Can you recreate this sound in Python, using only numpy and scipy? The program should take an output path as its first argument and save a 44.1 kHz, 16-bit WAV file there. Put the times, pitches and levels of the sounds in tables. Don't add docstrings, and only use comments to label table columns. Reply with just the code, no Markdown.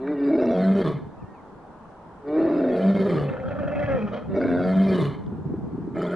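import sys
import numpy as np
from scipy import signal
from scipy.fft import rfft, irfft
from scipy.io import wavfile
from scipy.ndimage import uniform_filter1d

SR = 44100
rng = np.random.default_rng(int(sys.argv[2]) if len(sys.argv) > 2 else 0)


def boost(x):
    u = np.asarray(x, float) / 20
    return 10 ** u


def generate_wav(sig):
    pcm = np.round(np.clip(np.atleast_2d(sig).T, -1, 1) * 32767).astype(np.int16)
    wavfile.write(sys.argv[1], SR, pcm)


N = 271215


def evened(x):
    return x / np.sqrt(np.mean(x ** 2) + 1e-20)


def steadied(x, size=3000):
    return x / np.sqrt(abs(uniform_filter1d(x ** 2, size)) + 1e-12)


def read(points, hz):
    f, value = np.transpose(points)
    return np.interp(np.log(hz + 1), np.log(f + 1), value)


def curve(rows, swing=1.0, pivot_db=-46.5):
    s, db = np.transpose(rows)
    return boost(np.interp(np.arange(N) / SR, s, pivot_db + swing * (db - pivot_db), -120, -120))


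def timeline(rows):
    s, *columns = np.transpose(rows)
    t = np.linspace(s[0], s[-1], num=200)
    return t, *(np.interp(t, s, c) for c in columns)


def step(t, at, width=.06):
    return np.clip((t - at) / width + .5, 0, 1)


def add(mix, s, sound):
    part = mix[round(s * SR):][:len(sound)]
    part += sound[:len(part)]


def drift(count, hz):
    return evened(signal.lfilter(*signal.butter(2, hz, fs=SR), rng.standard_normal(count)))


def tone(hz):
    return np.sqrt(2) * np.sin(2 * np.pi * np.cumsum(hz) / SR)


def coloured(x, points):
    gain = boost(read(points, np.fft.rfftfreq(x.shape[-1], 1 / SR)))
    return evened(irfft(rfft(x) * gain, x.shape[-1]))


def resonate(x, hz, width):
    turn = np.exp(2j * np.pi * np.cumsum(hz * np.ones(len(x))) / SR)
    r = np.exp(-np.pi * width / SR)
    smooth = signal.lfilter([(1 - r) ** 2], np.convolve([1, -r], [1, -r]), x * turn.conj())
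    return 2 * (turn * smooth).real


def ring(db, hz, cycles):
    u = np.arange(5000) / SR * hz / cycles
    return boost(db) * np.e * 2 * u * np.exp(-2 * u) * np.sin(2 * np.pi * u * cycles)


def patchwork(x, size_hz, size_s):
    return evened(uniform_filter1d(uniform_filter1d(x, size_hz, axis=0), size_s, axis=1))


# (starting chest resonance [Hz], fraying starts [s], fraying ends [s],
# strain [dB], grunt length [s], fraying [0-1], extra gape [0-1])
ROARS = [
    (290.3, 0.28, 0.5, 0.5, .205, .5, -.15),
    (289, 2.39, 2.8, 0.5, 0.32, .38, -0.2),
    (259.5, 4.34, 4.49, 2.5, .23, .42, 0.17),
    (198, 5.9, 6.16, 3.5, 0.28, .4, -.15),
]
# (time [s], pitch [Hz], effort [dB], mouth over chest [dB])
FIRST = [(0, 128.4, -36.5, 1.5), (0.11, 150.8, -23.5, -5), (.17, 138.4, -26.5, -6),
         (0.299, 142.1, -19.5, -5.5), (0.336, 164.3, -21, -2), (0.437, 175, -28, 6),
         (0.462, 160.2, -24.5, -4), (.51, 164.9, -24, -1), (0.534, 182.1, -29.5, 5),
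         (0.709, 193.7, -17.5, -13), (.825, 196.6, -24, 3)]
SECOND = [(2.2, 140.9, -68, 11.5), (2.279, 145.1, -33.5, 4), (2.392, 164, -25, 0), (2.569, 165.9, -22, -6),
          (2.669, 181.1, -25, -1.5), (2.772, 186.2, -31.5, 6.5), (2.894, 196, -15.5, -16),
          (3.001, 193.4, -21, -4.5), (3.085, 195.8, -25.5, 1.5)]
THIRD = [(4.28, 188.6, -42, -1.5), (4.358, 194.2, -31, 6), (4.45, 191.4, -24.5, -2),
         (4.51, 171.9, -20.5, -5), (4.57, 176.8, -27, -1), (4.681, 186.2, -25.5, -1.5),
         (4.792, 193.4, -16, -16.5), (4.9, 192.8, -22.5, -2), (4.965, 185, -25, 3.5)]
FOURTH = [(5.93, 167, -50, -25), (5.954, 163.8, -38, 8.5), (6.018, 172.5, -30.5, 2.5), (6.15, 183, -34, 4),
          (6.7, 188, -37, 9)]


def roars():
    out = np.zeros(N)
    for rows, habits in zip((FIRST, SECOND, THIRD, FOURTH), ROARS):
        add(out, *roar(rows, *habits))
        strain_db, length = habits[3], habits[4]
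        if rows[-1][0] < N / SR:
            add(out, *grunt(rows[-1][0], length, strain_db))
    return out


# (time from the break [s], larynx drop [0-1], gape [0-1])
DESCENT = [(-.6, 0.03, 0.31), (-.42, 0.1, 0.38), (-.3, 0.35, .65), (-.2, 1, 0.83), (-.1, .97, 0.59),
           (0, 0.95, 0.11)]
LOW_CHEST_HZ = 204.4
SMOOTH, TIRED, TIRE_S = .11, .31, .1
EVEN, UNEVEN, SPENT = .07, .75, .3
WEAR_S, EXHALE_S = 0.66, 0.19


def roar(rows, chest_hz, fray_from, fray_to, strain_db, length, fraying, extra_gape):
    t, hz, effort_db, open_db = timeline(rows)
    before, drop, gape = np.transpose(DESCENT)
    left = (t - t[-1]) * (0.16 / length) ** 0.5
    drop = np.interp(left, before, drop)
    gape = np.interp(left, before, gape) + extra_gape * (1 - step(t, fray_to))
    frayed = step(t, fray_from) - step(t, fray_to)
    tired = step(t, t[-1] - TIRE_S)
    rough = SMOOTH + (fraying - SMOOTH) * frayed + (TIRED - SMOOTH) * tired
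    beating = step(t, (fray_from + fray_to) / 2, fray_to - fray_from + 0.022)
    alternate = EVEN + (UNEVEN - EVEN) * beating - (UNEVEN - SPENT) * tired
    chest_hz = chest_hz + (LOW_CHEST_HZ - chest_hz) * drop
    age = np.minimum(t - t[0], WEAR_S)
    return near_breath(t, hz, effort_db, open_db, chest_hz, gape, rough, alternate, strain_db, age)


# (share of its length [0-1], pitch [Hz], effort [dB], mouth over chest [dB])
GRUNT = [(0, 178, -33, 8.5), (.12, 166.7, -26, 0), (.3, 149.2, -22.5, -6.5), (.48, 139.9, -28.5, -4.5),
         (.58, 133, -33.5, -9.5), (.8, 130.1, -40, -8.5), (1, 125.8, -57, -13)]
GRUNT_CHEST_HZ, GRUNT_DIP_HZ, GRUNT_GAPE, GRUNT_ROUGH = 188, 30.8, 0.3, 0.3


def grunt(start, length, strain_db):
    u, hz, effort_db, open_db = timeline(GRUNT)
    dip = np.clip(np.minimum(u / 0.33, (1 - u) / 0.58), 0, 1)
    chest_hz = GRUNT_CHEST_HZ - GRUNT_DIP_HZ * dip
    gape = GRUNT_GAPE * np.clip(1 - u / 0.58, 0, 1) + 0.18 * np.clip(u - .3, 0, 1)
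    rough, alternate = GRUNT_ROUGH + 0 * u, SPENT + 0 * u
    age = WEAR_S + EXHALE_S * u
    return near_breath(start + u * length, hz, effort_db, open_db, chest_hz, gape, rough, alternate,
                       strain_db, age)


# (throat short [Hz], throat stretched [Hz], width [Hz], level [dB])
THROAT = [(1142, 990, 270, 5), (1480, 1277, 170, 3.5), (1830, 1704, 220, 3.5), (2260, 2100, 116, 4),
          (2714, 2380, 130, -2.5)]
SINUS = [(3700, 3100, 140, 5), (4140, 3650, 200, -1), (4870, 4350, 160, -3.5), (5840, 5100, 550, -17),
         (7500, 9100, 170, -15)]
# (frequency [Hz], level [dB per Hz])
HISS = [(2200, -4.5), (2850, -14), (3300, -8), (4200, -10), (5000, -18), (6000, -23), (10000, -25.5),
        (12500, -33.5), (14500, -53)]
# (time [s], frequency [Hz], level over the rasp [dB])
TONGUE = [(.3, 1600, -10), (.4, 1315, -3), (.55, 1620, -14.5), (.63, 1480, -1), (.75, 1705, -11),
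          (.8, 1405, -11), (.84, 1150, 5.5), (.95, 1127, -2.5), (2.45, 1145, -3), (2.78, 1482, -8.5),
          (3.16, 1160, 1), (4.36, 1280, 0.5), (4.44, 1526, 2), (4.6, 1436, 6.5), (4.72, 1340, -1),
          (4.85, 1250, -19.5), (4.98, 1066, -1), (5.95, 1270, 2), (6.03, 1323, 1), (6.15, 1370, 4.5)]
MOUTH_HZ, MOUTH_GAPE_HZ = 400.6, 66
RASP_DB, RASP_OPEN, RASP_SINK_DB = -22, 0.66, 6
AIR_DB, AIR_OPEN, AIR_SINK_DB, AIR_DB_PER_S = -38, 0.73, 7, 13.5


def near_breath(t, hz, effort_db, open_db, chest_hz, gape, rough, alternate, strain_db, age):
    sink = np.clip((260 - chest_hz) / 69, 0, 1)
    rasp_db = RASP_DB + strain_db + RASP_OPEN * open_db + RASP_SINK_DB * sink
    air_db = AIR_DB + 2.1 * strain_db + AIR_OPEN * open_db + AIR_SINK_DB * sink + AIR_DB_PER_S * age
    mouth_hz = MOUTH_HZ + MOUTH_GAPE_HZ * gape
    rows = np.transpose([t, effort_db, chest_hz, mouth_hz, open_db, gape, rasp_db, air_db])
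    folds = np.transpose([t, rough, alternate])
    return breath(rows, np.transpose([t, hz]), folds, THROAT, SINUS, HISS, chest_width=60.4,
                  mouth_width=107.0, throb_db=-1.5, short_hz=264.0, tongue=TONGUE)


# (time [s], pitch [Hz], effort [dB], mouth over chest [dB])
MOAN = [(2.36, 273, -43.5, 12), (2.45, 273.4, -44.5, 12), (3.2, 259.3, -44.5, 12.5),
        (3.33, 251.6, -42.5, 9.5), (3.39, 256.9, -45.5, 10), (3.52, 278.2, -45, 10.5),
        (3.62, 285, -36, 6.5), (3.74, 289, -43.5, 12.5), (3.81, 289, -41.5, 16.5), (3.902, 278, -36.5, 12),
        (3.975, 257.7, -38, 12)]
COUGH = [(3.975, 248.1, -36.5, 9), (4.0, 210.9, -31.5, -8), (4.048, 207.1, -22.5, -14.5),
         (4.1, 201.5, -32.5, -10), (4.146, 238.8, -42, 11), (4.26, 243.5, -45.5, -4.5)]
MOAN_AIR_DB, COUGH_AIR_DB = -28, -19
MOAN_CLEARS_S, COUGH_FRAYS_S = 3.785, 4.105


def answer():
    out = np.zeros(N)
    add(out, *moan(MOAN, MOAN_AIR_DB, MOAN_CLEARS_S, rough_from=.5, rough_to=.2, throb_db=1.8))
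    add(out, *moan(COUGH, COUGH_AIR_DB, COUGH_FRAYS_S, rough_from=.1, rough_to=.6, throb_db=2.))
    return out


# (throat short [Hz], throat stretched [Hz], width [Hz], level [dB])
MOAN_THROAT = [(1380, 1313, 290, 2), (1719, 1794, 170, -2.5), (2100, 1980, 480, -11), (2637, 2520, 230, -9)]
MOAN_SINUS = [(3150, 3100, 230, -2.5)]
# (frequency [Hz], level [dB per Hz])
MOAN_HISS = [(2900, -16), (3260, 0), (3550, -19), (3810, -11.5), (4500, -19.5), (6000, -23), (7000, -39),
             (9000, -51), (12000, -63)]
MOAN_RASP_DB, MOAN_AIR_OPEN = -6, 0.87


def moan(rows, air_db, turn_s, rough_from, rough_to, throb_db):
    t, hz, effort_db, open_db = timeline(rows)
    rough = rough_from + (rough_to - rough_from) * step(t, turn_s)
    chest_hz = 232 + (0.81 * hz - 232) * step(t, MOAN_CLEARS_S)
    mouth_hz = np.clip(2 * hz, 525, 590)
    gape = 0.02 + 0 * t
    rasp_db = MOAN_RASP_DB + RASP_OPEN * open_db
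    hiss_db = air_db + MOAN_AIR_OPEN * open_db
    rows = np.transpose([t, effort_db, chest_hz, mouth_hz, open_db, gape, rasp_db, hiss_db])
    folds = np.transpose([t, rough, .6 * rough])
    return breath(rows, np.transpose([t, hz]), folds, MOAN_THROAT, MOAN_SINUS, MOAN_HISS,
                  chest_width=130., mouth_width=105., throb_db=throb_db, short_hz=260.)


def breath(rows, pitch, folds, throat, sinus, air, chest_width, mouth_width, throb_db, short_hz, tongue=None):
    s, *columns = np.transpose(rows)
    t = np.arange(s[0] - .012, min(s[-1] + 0.014, N / SR + 0.043), 1 / SR)
    count = len(t)
    effort_db, chest_hz, mouth_hz, mouth_db, gape, rasp_db, hiss_db = (np.interp(t, s, c) for c in columns)
    at, *columns = np.transpose(folds)
    rough, alternate = (np.interp(t, at, c) for c in columns)

    hz = np.interp(t, *np.transpose(pitch)) * (1 + .11 * rough * drift(count, 60.))
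    pairs = np.cumsum(hz) / SR / 2
    pulses, puffs = fold_pulses(pairs, rough, alternate)
    throb_db = throbbing(t, rough, throb_db)
    low = pulses + (0.22 + 2.67 * rough) * puffs
    high = pulses + (.15 + .8 * rough if tongue else .9) * puffs
    slap = 1 if tongue else slaps(t)

    chest = steadied(resonate(low, chest_hz, chest_width))
    if tongue:
        chest = chest + second_edge(t)
    chest = steadied(chest, size=600)

    mouth = mouth_ring(low, puffs, rough, mouth_hz, mouth_width, gape)
    if not tongue:
        mouth = (mouth + 0.16 * steadied(resonate(puffs, 765., 150.0))) * slap ** 0.4

    stretch = np.clip((short_hz - chest_hz) / 59.0, 0, 1.2)
    rasp = tract(high, throat, stretch)
    if tongue:
        rasp = rasp + tongue_ring(t, high + 1.2 * rough * puffs, tongue)

    air_noise = coloured(puffs + 0.5 * rng.standard_normal(count), air)
    hiss = steadied((.9 + .5 * stretch) * air_noise + tract(high + .3 * puffs, sinus, stretch))
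    hiss = torn(hiss, patchy_db=2.)
    hiss_db = hiss_db + 0.95 * np.tanh(drift(count, 10.0))
    beat_db = 2.5 * alternate * (1.0 - pairs % 1) + 1.6 * (-0.5 - 2 * pairs % 1)
    upper = boost(rasp_db) * rasp + boost(hiss_db) * hiss * boost(beat_db)
    voice = chest - boost(mouth_db) * mouth + upper * slap * boost(-throb_db / 3)
    fade = np.clip(np.minimum(t - t[0], t[-1] - t) / .024, 0, 1)
    skip = max(round(-t[0] * SR), 0)
    return max(t[0], 0), (boost(effort_db + throb_db) * voice * np.sqrt(fade))[skip:]


def fold_pulses(pairs, rough, alternate):
    count = len(pairs)
    order = np.arange(2, 71)[:, None]
    weight = np.where(order % 2, alternate, 1)
    clean = (weight * np.cos(2 * np.pi * order * pairs)).sum(0)
    gate = np.exp(-(2 * pairs % 1)) * (1 + alternate * np.sign(pairs % 1 - .5))
    gate = gate * boost(2.75 * drift(count, 73.0))
    puffs = steadied((0.67 + gate) * rng.standard_normal(count))
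    return steadied(clean) * boost(2.3 * rough * drift(count, 70.)), puffs


# (time [s], depth [dB], length [s])
CATCHES = [(.328, 9, .012), (.348, 8, .008), (.379, 10, .008), (.747, 14, .012), (.839, 14, .014),
           (3.088, 7, .008), (4.976, 11, .01), (2.944, 17, .014), (2.989, 11, .01), (3.045, 6, .01),
           (3.585, 10, .014), (3.675, 9, .012), (3.874, 17, .009), (4.48, 10, .008), (4.513, 9, .008),
           (4.753, 9, .008), (4.794, 7, .006), (4.862, 10, .016), (4.882, 7, .006), (4.915, 5, .01),
           (5.957, 9, .008), (6.106, 10, .008)]


def throbbing(t, rough, depth_db):
    flutter = np.cos(2 * np.pi * np.cumsum(87.0 + 1.8 * drift(len(t), 2.4)) / SR)
    level_db = depth_db * rough * (flutter + 0.99 * np.tanh(drift(len(t), 48.0)))
    for at, db, length in CATCHES:
        if t[0] < at < t[-1] + .03:
            sides = np.where(t < at, length, .002)
            level_db = level_db - db * np.exp(-abs(t - at) / sides)
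    return uniform_filter1d(level_db, size=90)


# (time [s], pitch [Hz], level over the chest [dB])
SECOND_EDGE = [(.42, 200, -28), (.45, 240, -1.5), (.51, 240.6, 5.5), (.54, 248, -33.5), (2.36, 290, -30),
               (2.39, 286.1, 1.5), (2.43, 292.8, -9.5), (2.5, 292.1, 0.5), (2.58, 296.9, -1.5),
               (2.63, 268.5, 3), (2.69, 251, 0.5), (2.77, 239.5, -3.5), (2.81, 240, -28.5)]


def second_edge(t):
    at, hz, db = np.transpose(SECOND_EDGE)
    return boost(np.interp(t, at, db, -60, -60)) * tone(np.interp(t, at, hz))


def mouth_ring(low, puffs, rough, mouth_hz, mouth_width, gape):
    gape = np.clip(gape, 0, 1)
    mouth = (1 - gape) * resonate(low + 0.89 * rough * puffs, mouth_hz, mouth_width)
    mouth = mouth - gape * resonate(low, 680.0 - 43.0 * rough, 110.0)
    mouth = mouth + 0.28 * resonate(low, 566.0, 380.0)
    narrow_rough = np.clip(.7 - gape, 0, 1) * np.clip(rough - TIRED, 0, 1)
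    mouth = mouth + 7.0 * narrow_rough * resonate(low, 583.4, 83.0)
    return steadied(signal.lfilter(*signal.butter(4, 760., fs=SR), mouth))


def tongue_ring(t, x, tongue):
    at, hz, db = np.transpose(tongue)
    hz = np.interp(t, at, hz) * (1 + .03 * drift(len(t), 25.))
    level = boost(np.interp(t, at, db)) * boost(1.5 * drift(len(t), 20.))
    return level * steadied(resonate(x, hz, 170.))


def tract(x, modes, stretch):
    out = 0
    for k, (short, long, width, db) in enumerate(modes):
        level = (-1) ** k * boost(db + 4.3 * drift(len(x), 17.4))
        hz = (short + (long - short) * stretch) * (1 + 0.021 * drift(len(x), 15.0))
        out = out + level * resonate(x, hz, width)
    return steadied(out)


def torn(x, patchy_db):
    z = signal.stft(x, nperseg=256)[2]
    patches = patchwork(rng.standard_normal(z.shape), 5, 12)
    return signal.istft(z * boost(patchy_db * patches), nperseg=256)[1][:len(x)]


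# (time [s], strength [dB])
THROBS = [(3.286, -1), (3.326, -3), (3.364, 0), (3.397, -2), (3.423, -1), (3.453, 1), (3.478, 3.5),
          (3.505, 3.5), (3.547, 1), (3.584, 0), (3.627, -3.5), (3.672, 5.5), (3.712, -1.5), (3.752, -2),
          (3.789, -0.5), (3.825, -0.5), (3.857, 1), (3.887, -4.5), (3.914, -1.5), (3.946, -8), (3.986, -1),
          (4.011, -5.5), (4.075, 0.5), (4.132, 2.5), (4.166, 1)]


def slaps(t):
    at, db = np.transpose(THROBS)
    u = np.maximum(t - at[:, None], 0) / .007
    return .4 + (boost(db)[:, None] * u * np.exp(1 - u)).sum(0) * .8


# (time [s], peak level [dB], pitch [Hz])
TICK = [(0.074, -31.5, 1560), (0.077, -36, 1226), (0.4535, -35.5, 1227), (4.4128, -28, 1480),
        (4.439, -26.5, 1489), (4.4814, -27.5, 1560), (4.515, -37.5, 1550), (5.2393, -60, 3700),
        (5.264, -53, 3400), (6.017, -29.5, 1314)]


def jaw_clicks():
    out = np.zeros(N)
    for s, db, hz in TICK:
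        click = ring(db, hz, cycles=5.0) + ring(db - 9, 1.4 * hz, cycles=5.)
        click = click + ring(db - 26, 2.5 * hz, cycles=6.) + ring(db - 33, 3.5 * hz, cycles=7.)
        add(out, s, click)
    return out


# (time [s], peak level [dB], pitch [Hz])
SPIT = [(.455, -52, 4020), (.456, -52.5, 5340), (.456, -57, 5960), (.488, -51, 3850), (.512, -53, 3918),
        (.513, -55.5, 5770), (.535, -61, 5620), (.64, -61, 5260), (.752, -57.5, 5600), (5.96, -68, 8800),
        (5.982, -57, 7300), (5.992, -67, 7300), (6.018, -56, 7100), (6.019, -60, 8600),
        (6.019, -66.5, 12200), (6.019, -51, 4900), (6.03, -59, 6900), (6.066, -43, 3400),
        (6.066, -65, 7200), (6.077, -62, 7200), (6.077, -66, 12000), (6.098, -50, 3200), (6.11, -58, 7200),
        (6.121, -61, 8500), (6.122, -65, 11200), (6.14, -64, 9500)]


def spit():
    out = np.zeros(N)
    for s, db, hz in SPIT:
        add(out, s, ring(db, hz, cycles=hz * 0.0043))
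    return out


# (middle time [s], length [s], level [dB])
PANTS = [
    (.96, 0.088, -54),
    (3.305, 0.11, -55),
    (4.156, 0.048, -45),
    (5.128, .06, -48),
]


def pants():
    out = np.zeros(N)
    for s, length, db in PANTS:
        air = rng.standard_normal(round(2 * length * SR))
        sound = tract(air, THROAT, 0.93) + 0.27 * tract(air, SINUS[:3], 0.98)
        add(out, s - length, boost(db) * np.hanning(len(air)) * sound)
    return out


# (start time [s], end time [s], start pitch
# [Hz], middle pitch [Hz], end pitch [Hz], level [dB])
OPENING_GLIDES = [
    (.04, .14, 1500, 1870, 1980, -52),
    (.12, .34, 1980, 1820, 1540, -53),
    (0, .19, 190, 184, 180, -42),
    (.22, .46, 172, 170, 178, -42),
]


def opening_glides():
    return whistles(OPENING_GLIDES)


def whistles(rows):
    out = np.zeros(N)
    for start, end, start_hz, middle_hz, end_hz, db in rows:
        u = np.linspace(0, 1, round((end - start) * SR))
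        hz = np.polyval(np.polyfit([0, .4, 1], [start_hz, middle_hz, end_hz], 2), u)
        shape = signal.windows.tukey(len(u), .5) * boost(0.69 * drift(len(u), 56.0))
        add(out, start, boost(db) * tone(hz) * shape)
    return out


def paddock(x, t60):
    t = np.arange(SR) / SR
    taps = rng.standard_normal(SR) * (rng.random(SR) < .05) * boost(-60 * t / t60) * (t > .012)
    taps = signal.lfilter([1], [1, -.6], taps)
    return signal.fftconvolve(x, taps / np.linalg.norm(taps))[:N]


# (time [s], level [dB])
WIND = [(0, -63), (.3, -63), (.45, -46.5), (1.04, -46), (1.16, -55), (1.24, -47.5), (1.33, -60),
        (2.05, -68.5), (2.33, -63), (2.42, -46.5), (2.55, -54), (3.0, -45.5), (3.5, -40.5), (3.98, -37),
        (4.07, -66), (4.26, -39.5), (5.75, -43), (6.15, -55.5)]
# (frequency [Hz], level [dB per Hz])
GUST_COLOUR = [(8.8, -72.5), (15, -50.5), (82, -2.5), (166, -4), (200, -1.5), (260, -31.5), (440, -120)]
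# (time [s], peak level [dB], pitch [Hz])
THUDS = [
    (1.047, -32, 102.2),
    (1.239, -30, 109),
    (1.558, -37, 153),
]


def wind():
    both, left, right = coloured(rng.standard_normal((3, N)) * boost(3.3 * drift(N, 26.0)), GUST_COLOUR)
    puffs = np.zeros(N)
    for s, db, hz in THUDS:
        add(puffs, s, ring(db, hz, cycles=0.77))
    gust = 0.86 * both + 0.23 * np.array([left - right, right - left]) * boost([[1.], [-1.]])
    steady = gust / np.sqrt(uniform_filter1d(gust.mean(0) ** 2, 12000) + 1e-9)
    return curve(WIND, swing=1.3) * boost(1.5) * steady + puffs


# (time [s], peak level [dB], ring pitch [Hz])
FLAPS = [(5.242, -49, 152), (5.308, -25, 193), (5.323, -16, 213), (5.388, -21, 160), (5.452, -16, 147.6),
         (5.498, -17.5, 230), (5.539, -13, 327), (5.647, -37, 160), (5.728, -25.5, 249),
         (5.779, -14.5, 280), (5.851, -24, 170), (5.875, -15, 309)]
# (time [s], level [dB])
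BUFFET = [(5.05, -68), (5.15, -39.5), (5.55, -30), (5.97, -30), (6.03, -35)]
# (frequency [Hz], level [dB per Hz])
BUFFET_COLOUR = [(53, -30.5), (90, -13.5), (161, 2.5), (289, -3), (433, -9), (484, -9.5), (523, -25.5),
                 (560, -40), (700, -43.5), (910, -46), (1540, -120)]


def rumble():
    lumpy = rng.standard_normal(N) * boost(5.4 * drift(N, 28.0))
    return steadied(coloured(lumpy, BUFFET_COLOUR), 8000)


def buffets():
    both = np.zeros(N)
    for s, db, hz in FLAPS:
        add(both, s, ring(db - 7.5, hz, cycles=2.14) + ring(db - 15.5, 379.0, cycles=4.0))
    both = both + boost(-4.5) * curve(BUFFET) * rumble()
    return both + curve(WIND) * boost(6.0) * rumble() * [[1], [-1]]


# (start time [s], end time [s], start pitch [Hz], middle pitch [Hz], end pitch [Hz], level [dB])
BIRD = [
    (1.185, 1.28, 1750, 1785, 1820, -66),
    (1.265, 1.37, 1865, 1870, 1740, -64.5),
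    (1.17, 1.222, 2400, 2620, 2750, -73),
    (1.208, 1.245, 2780, 2500, 2050, -70),
    (1.25, 1.285, 2730, 2750, 2760, -75),
    (1.335, 1.425, 2780, 2380, 1850, -66),
]


def bird():
    return whistles(BIRD)


# (frequency [Hz], level [dB per Hz])
HUM = [(20, -14.5), (54, -8.5), (120, -11), (185, -2.5), (280, -6), (550, -9.5), (920, -6.5), (1230, -15),
       (1620, -21), (2180, -32), (3050, -37), (5000, -43.5), (8000, -48), (10500, -51), (13000, -79),
       (15000, -102.5)]
# (frequency [Hz], likeness [-1 to 1])
SAME = [(60, 0.88), (130, 1), (270, 1), (580, 0.72), (1220, 0.88), (2600, 0.078)]
HUM_DB = -45.5


def hum():
    hz = np.fft.rfftfreq(1024, 1 / SR)
    a, b, c, d, patches = rng.standard_normal((N // 256 + 5, 513, 5)).T
    patches = patchwork(patches, 8, 14)
    same = np.clip(read(SAME, hz), -1, 1)[:, None]
    left = a + 1j * b
    right = same * left + np.sqrt(1 - same ** 2) * (c + 1j * d)
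    z = np.array([left, right]) * boost(read(HUM, hz)[:, None] + 1.1 * patches)
    return boost(HUM_DB) * evened(signal.istft(z, nperseg=1024, noverlap=768)[1][:, :N])


def scene():
    near = roars() + jaw_clicks() + spit() + pants()
    far = answer()
    far_echoed = far + paddock(far, t60=.5) * boost(-12.5)
    aside = boost(-9.0) * signal.hilbert(far_echoed).imag * [[1], [-1]]
    treble = signal.lfilter(*signal.butter(2, 1800., 'high', fs=SR), near)
    aside = aside + boost(-17.0) * np.roll(treble, shift=310) * [[1], [-1]]
    echoes = boost(-12.0) * paddock(near + far, t60=0.43)
    return near + far + aside + opening_glides() + echoes + wind() + buffets() + bird() + hum()


def band_limit(x):
    return signal.sosfilt(signal.butter(12, 14200, fs=SR, output="sos"), x)


def record(dry):
    middle_side = np.array([dry[0] + dry[1], dry[0] - dry[1]]) / 2
    mid, side = signal.stft(middle_side, nperseg=2048)[2]
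    mid_power, side_power = (uniform_filter1d(uniform_filter1d(abs(z) ** 2, size=9, axis=0), 3, 1)
                             for z in (mid, side))
    heard = side_power > mid_power * boost(-2 * 16.)
    kept = signal.istft(side * heard, nperseg=2048)[1][:N]
    mix = dry.mean(0) + kept * [[1], [-1]]
    return band_limit(mix)


dry = scene()
out = record(dry)
generate_wav(out)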